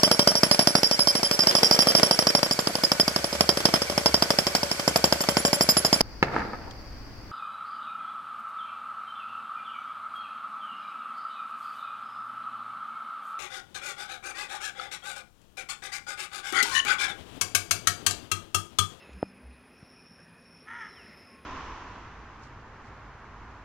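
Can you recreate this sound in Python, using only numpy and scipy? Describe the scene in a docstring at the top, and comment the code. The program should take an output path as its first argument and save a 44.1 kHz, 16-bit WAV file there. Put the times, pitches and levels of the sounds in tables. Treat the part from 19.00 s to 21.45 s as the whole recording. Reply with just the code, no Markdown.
"""A garden, with a bed of far-off rumble and hum, and insects buzzing in three pitch bands.
Small birds whistle faintly. Close by, the hand-held microphone takes a few knocks that ring its
housing, low throbs and light finger brushes. Then a distant crow gives one harsh, arching caw:
uneven pulses and breath ring its throat, and the call echoes between walls."""
import sys
import numpy as np
from scipy import signal
from scipy.fft import rfft, irfft, next_fast_len
from scipy.io import wavfile
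from scipy.ndimage import uniform_filter1d

SR = 44100
rng = np.random.default_rng(int(sys.argv[2]) if len(sys.argv) > 2 else 0)


def pcm_store(signal):
    """Save signal as 16-bit PCM."""
    levels = np.round(np.clip(np.atleast_2d(signal), -1, 1) * 32767)
    wavfile.write(sys.argv[1], SR, levels.astype(np.int16).T)


N = 108045
T = np.arange(N) / SR


def from_db(db):
    """Decibels to gain."""
    return 10 ** (np.asarray(db) / 20)


def unit_rms(x):
    """Scale to unit power."""
    return x / np.sqrt(np.mean(x ** 2) + 1e-20)


def automation(rows):
    """Straight ramps between (time, value) breakpoints."""
    return np.interp(T, *np.transpose(rows))


def drift(rate_hz):
    """Smooth random modulation up to about the given rate; rms 1."""
    lowpass = signal.butter(2, rate_hz, fs=SR, output="sos")
    return unit_rms(signal.sosfilt(lowpass, rng.standard_normal(N + SR))[SR:])


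def band(x, low, high):
    """Band-pass with unit gain in the middle."""
    edges = [max(low, 10), min(high, SR / 2 - 100)]
    return signal.sosfilt(signal.butter(2, edges, "band", fs=SR, output="sos"), x)


def phase_of(hz):
    """Phase in radians of a steady or moving pitch."""
    return 2 * np.pi * np.cumsum(hz + np.zeros(N)) / SR


def narrow_noise(hz, width_hz):
    """Many unrelated voices crowded about one pitch; rms 1."""
    lowpass = signal.butter(3, width_hz / 2, fs=SR, output="sos")
    crowd = signal.sosfilt(lowpass, rng.standard_normal((2, N + SR)))[:, SR:]
    return unit_rms(crowd[0] * np.cos(phase_of(hz)) + crowd[1] * np.sin(phase_of(hz)))


# Tone of the rumble bed: (frequency [Hz], relative spectral density [dB])
RUMBLE_SPECTRUM = [(25, -20.5), (65, 0.5), (130, -2), (240, 2), (320, -5), (420, -1.5), (600, -7.5),
                   (1100, -8), (1750, -9.5), (2300, -10), (3200, -20.5), (4500, -24.5), (6300, -32),
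                   (7800, -49), (11500, -34.5), (16000, -40.5)]
# Fader ride on the bed: (time [s], level [dB])
RUMBLE_FADER = [(0, -52.5), (.3, -57), (.7, -57.5), (1.55, -58.5), (2.1, -54), (2.45, -57)]


def far_rumble(waver_db):
    """Outdoor noise bed in third-octave bands, each wavering on its own."""
    edges = 22 * 2 ** (np.arange(30) / 3)
    white = rng.standard_normal((2, N))
    hz, db = np.transpose(RUMBLE_SPECTRUM)
    bed = 0
    for k, (low, high) in enumerate(zip(edges, edges[1:])):
        level_db = np.interp(np.log(low * high) / 2, np.log(hz), db)
        noise = band(band(white[k % 2], low, high), low / 1.1, high * 1.1)
        bed += from_db(level_db + waver_db * drift(8)) * noise
    return unit_rms(bed) * from_db(automation(RUMBLE_FADER))


# Distant swells: (peak time [s], length [s], pitch [Hz], width [Hz], level [dB])
DRONES = [(.183, 0.031, 185, 33, -51), (.28, 0.25, 197, 16, -56.5), (0.59, 0.89, 248, 14.2, -60.5),
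          (1.41, 0.67, 171, 10.8, -63.5), (1.54, 1.6, 240, 23, -66.5), (1.266, 0.4, 1680, 400, -64),
          (0.011, 0.25, 3300, 1350, -65)]


def drones():
    """Far-off low hums and higher hazes: noise bands that fade in and out."""
    return sum(from_db(db) * np.exp(-(2 * (T - peak) / length) ** 2) * narrow_noise(hz, width)
               for peak, length, hz, width, db in DRONES)


# Steady insect choirs: (pitch [Hz], width [Hz], level [dB], flutter [dB])
CHOIRS = [(2485, 147, -68, 2.5), (5130, 510, -76.5, 1), (9880, 710, -72.5, 1.24)]
# Nearest insects: (start [s], end [s], pitch [Hz], width [Hz], stroke rate [Hz], level [dB])
BUZZES = [(-.06, 0.026, 5240, 205, 160, -59), (0.222, 0.286, 5240, 160, 98, -59),
          (0.79, 1.254, 5417, 334, 82, -62.5), (1.435, 1.646, 5425, 200, 140, -61.5),
          (1.78, 2.078, 5380, 285, 100, -59.5), (2.0, 2.354, 5280, 300, 91, -61.5)]


def insects(swell_s=0.092, stop_s=0.037, stroke_depth=0.14):
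    """Buzzing phrases swell, pulse with their strokes and stop, over steady choirs."""
    out = sum(from_db(db + flutter_db * drift(21)) * narrow_noise(hz, width)
              for hz, width, db, flutter_db in CHOIRS)
    for start, end, hz, width, rate, db in BUZZES:
        envelope = (1 + np.tanh((T - start) / swell_s)) * (1 - np.tanh((T - end) / stop_s)) / 4
        strokes = 1 + stroke_depth * np.cos(phase_of(rate))
        core = narrow_noise(hz, width)
        skirt = from_db(-12) * narrow_noise(hz - 260, width_hz=500)
        out += from_db(db) * envelope * strokes * (core + skirt)
    return out


def garden_reverb(x, t60_s=1):
    """Sound scattered between walls: twelve dying echo loops, wet only."""
    size = next_fast_len(N + 2 * SR)
    omega = 2 * np.pi * np.arange(size // 2 + 1) / size
    loops = 0
    for k, lag_s in enumerate(rng.uniform(.03, .11, 12)):
        round_trip = from_db(-60 * lag_s / t60_s) * np.exp(-1j * omega * int(lag_s * SR))
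        loops += (-1) ** k * round_trip / (1 - round_trip)
    return irfft(rfft(x, size) * loops / np.sqrt(np.mean(abs(loops) ** 2)), size)[:N]


# Far birds: (start [s], length [s], first pitch [Hz], last pitch [Hz], arch [Hz], level [dB])
WHISTLES = [(-.03, .25, 6250, 6450, 460, -76), (-.04, .13, 2950, 2600, -100, -56),
            (1.88, .09, 4250, 3750, 0, -67), (1.945, .115, 3650, 2610, -340, -56),
            (1.9, .2, 10400, 10600, 200, -78), (2.1, .13, 11000, 11300, 350, -77),
            (2.26, .26, 1090, 1075, 0, -57)]


def small_birds(wet_db=-5):
    """Thin whistles that glide along an arch, blurred by the garden's reverb."""
    waver = 1 + .009 * drift(100)
    song = np.zeros(N)
    for start, length, first_hz, last_hz, arch_hz, db in WHISTLES:
        progress = np.clip((T - start) / length, 0, 1)
        swell = np.sin(np.pi * progress)
        pitch = first_hz + (last_hz - first_hz) * progress + arch_hz * swell
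        song += from_db(db) * swell * np.sin(phase_of(pitch * waver))
    return song + from_db(wet_db) * garden_reverb(song)


# Hits on the microphone: (time [s], level before filtering [dB], contact [s])
KNOCKS = [(0.0932, -40, 0.0026), (.2286, -13, 0.00179), (.8275, -40, 0.00534)]
# Resonances of its housing: (pitch [Hz], time to fall 60 dB [s], resonator drive [dB])
HOUSING_MODES = [(134, 0.047, -32.5), (313, 0.033, -27)]


def knocks(skew=0.84, dull_hz=2710):
    """Each knock pushes the housing in and back and leaves it ringing briefly."""
    push = sum(from_db(db) * np.sin(2 * np.pi * np.clip((T - start) / contact, 0, 1) ** skew)
               for start, db, contact in KNOCKS)
    push = band(push, 55, dull_hz)
    ring = 0
    for hz, t60, db in HOUSING_MODES:
        decay, omega = from_db(-60 / (t60 * SR)), 2 * np.pi * hz / SR
        feedback = [1, -2 * decay * np.cos(omega), decay * decay]
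        ring += from_db(db) * signal.lfilter([0, np.sin(omega) / 10], feedback, push + 1e-18)
    return push + ring


# Low end of the handling noise: (peak time [s], level [dB], attack [s], release [s])
THROBS = [(0.159, -42, 0.042, .03), (.47, -43.5, 0.032, 0.077), (2.39, -58, 0.019, 0.027)]


def throbs(pitch_hz=65.3):
    """Handling the microphone makes a bass tone swell and die."""
    out = 0
    for peak, db, attack, release in THROBS:
        envelope = np.exp(-((T - peak) / np.where(T < peak, attack, release)) ** 2)
        out += from_db(db) * envelope * np.sin(2 * np.pi * pitch_hz * (T - peak))
    return out


# Light touches of the fingers: (time [s], level [dB])
BRUSHES = [(.133, -62), (.228, -64), (.705, -75), (1.445, -71), (2.185, -70)]


def finger_brushes(half_length_s=0.0052):
    """Fingers scuff the microphone: tiny, soft bursts of bright noise."""
    envelope = sum(from_db(db) * np.exp(-((T - peak) / half_length_s) ** 2) for peak, db in BRUSHES)
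    return envelope * unit_rms(band(rng.standard_normal(N), 2200, 5430))


# The caw's pitch arch: (time [s], pitch [Hz])
CAW_PITCH = [(1.66, 415), (1.685, 443.4), (1.715, 465.8), (1.755, 475.2), (1.79, 467.7), (1.815, 447.2),
             (1.84, 424.2), (1.88, 405)]
# The crow's effort: (time [s], level before the wall mix [dB])
CAW_EFFORT = [(1.645, -82), (1.672, -51.5), (1.685, -39.5), (1.698, -48), (1.708, -38), (1.725, -42),
              (1.8, -42.5), (1.813, -37.5), (1.845, -45.5), (1.87, -46), (1.9, -68)]
# Formants of its throat: (centre [Hz], width [Hz], relative gain [dB])
THROAT_FORMANTS = [(978, 175, -5), (1346, 220, 0.5), (1772, 220, 3), (2124, 345, -6.5), (3120, 620, -17),
                   (6080, 600, -28.5)]


def crow(jitter=0.01952, rasp=0.52, breath=0.45):
    """Uneven pulses from the syrinx and puffs of air ring the throat in one dry caw."""
    phase = phase_of(automation(CAW_PITCH) * (1 + jitter * drift(197)))
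    phase += .2 * np.sin(phase / 3)  # the syrinx repeats itself only every third cycle
    pulses = unit_rms(sum(np.cos(k * phase) for k in range(1, 17)))
    pulses *= 1 + rasp * drift(210)
    puffs = breath * (1 + np.cos(phase)) * rng.standard_normal(N)
    voice = sum((-1) ** k * from_db(db) * band(pulses + puffs, hz - width / 2, hz + width / 2)
                for k, (hz, width, db) in enumerate(THROAT_FORMANTS))
    voice /= np.sqrt(uniform_filter1d(voice ** 2, size=600) + 1e-12)  # flatten, so effort sets level
    gate = (T > CAW_EFFORT[0][0]) * (T < CAW_EFFORT[-1][0])
    return voice * from_db(automation(CAW_EFFORT)) * gate


# Slapback off the walls: (delay [s])
SLAP_DELAYS = [.019, 0.043]


def between_walls(caw, direct_db=-1.5, slap_db=-9.5, reverb_db=-10.5, late_db=-6.5, late_s=.21):
    """The direct caw, its slaps off the walls, and a reverb also fed by a late, narrow-band echo."""
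    slaps = sum(np.interp(T - delay, T, caw) for delay in SLAP_DELAYS)
    late_echo = band(np.interp(T - late_s, T, caw), 1940, 2250)
    tail = garden_reverb(from_db(reverb_db) * caw + from_db(late_db) * late_echo)
    return from_db(direct_db) * caw + from_db(slap_db) * slaps + tail


def scene():
    """A nearly mono mix: only a trace of rumble, reverb and hiss gives it width."""
    caw = between_walls(crow())
    ambience = far_rumble(waver_db=1.5) + drones() + insects() + small_birds()
    mid = ambience + knocks() + throbs() + finger_brushes() + caw
    hiss = from_db(-91.5) * unit_rms(band(rng.standard_normal(N), 11000, 17000))
    side = from_db(-18) * far_rumble(waver_db=-0.5) + from_db(-45) * garden_reverb(caw) + hiss
    return mid + side * np.array([[1], [-1]])


def record(dry, cutoff_hz=15750):
    """A steep high cut on the whole mix."""
    return signal.sosfilt(signal.ellip(12, .1, 80, cutoff_hz, fs=SR, output="sos"), dry)


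dry = scene()
out = record(dry)
pcm_store(out)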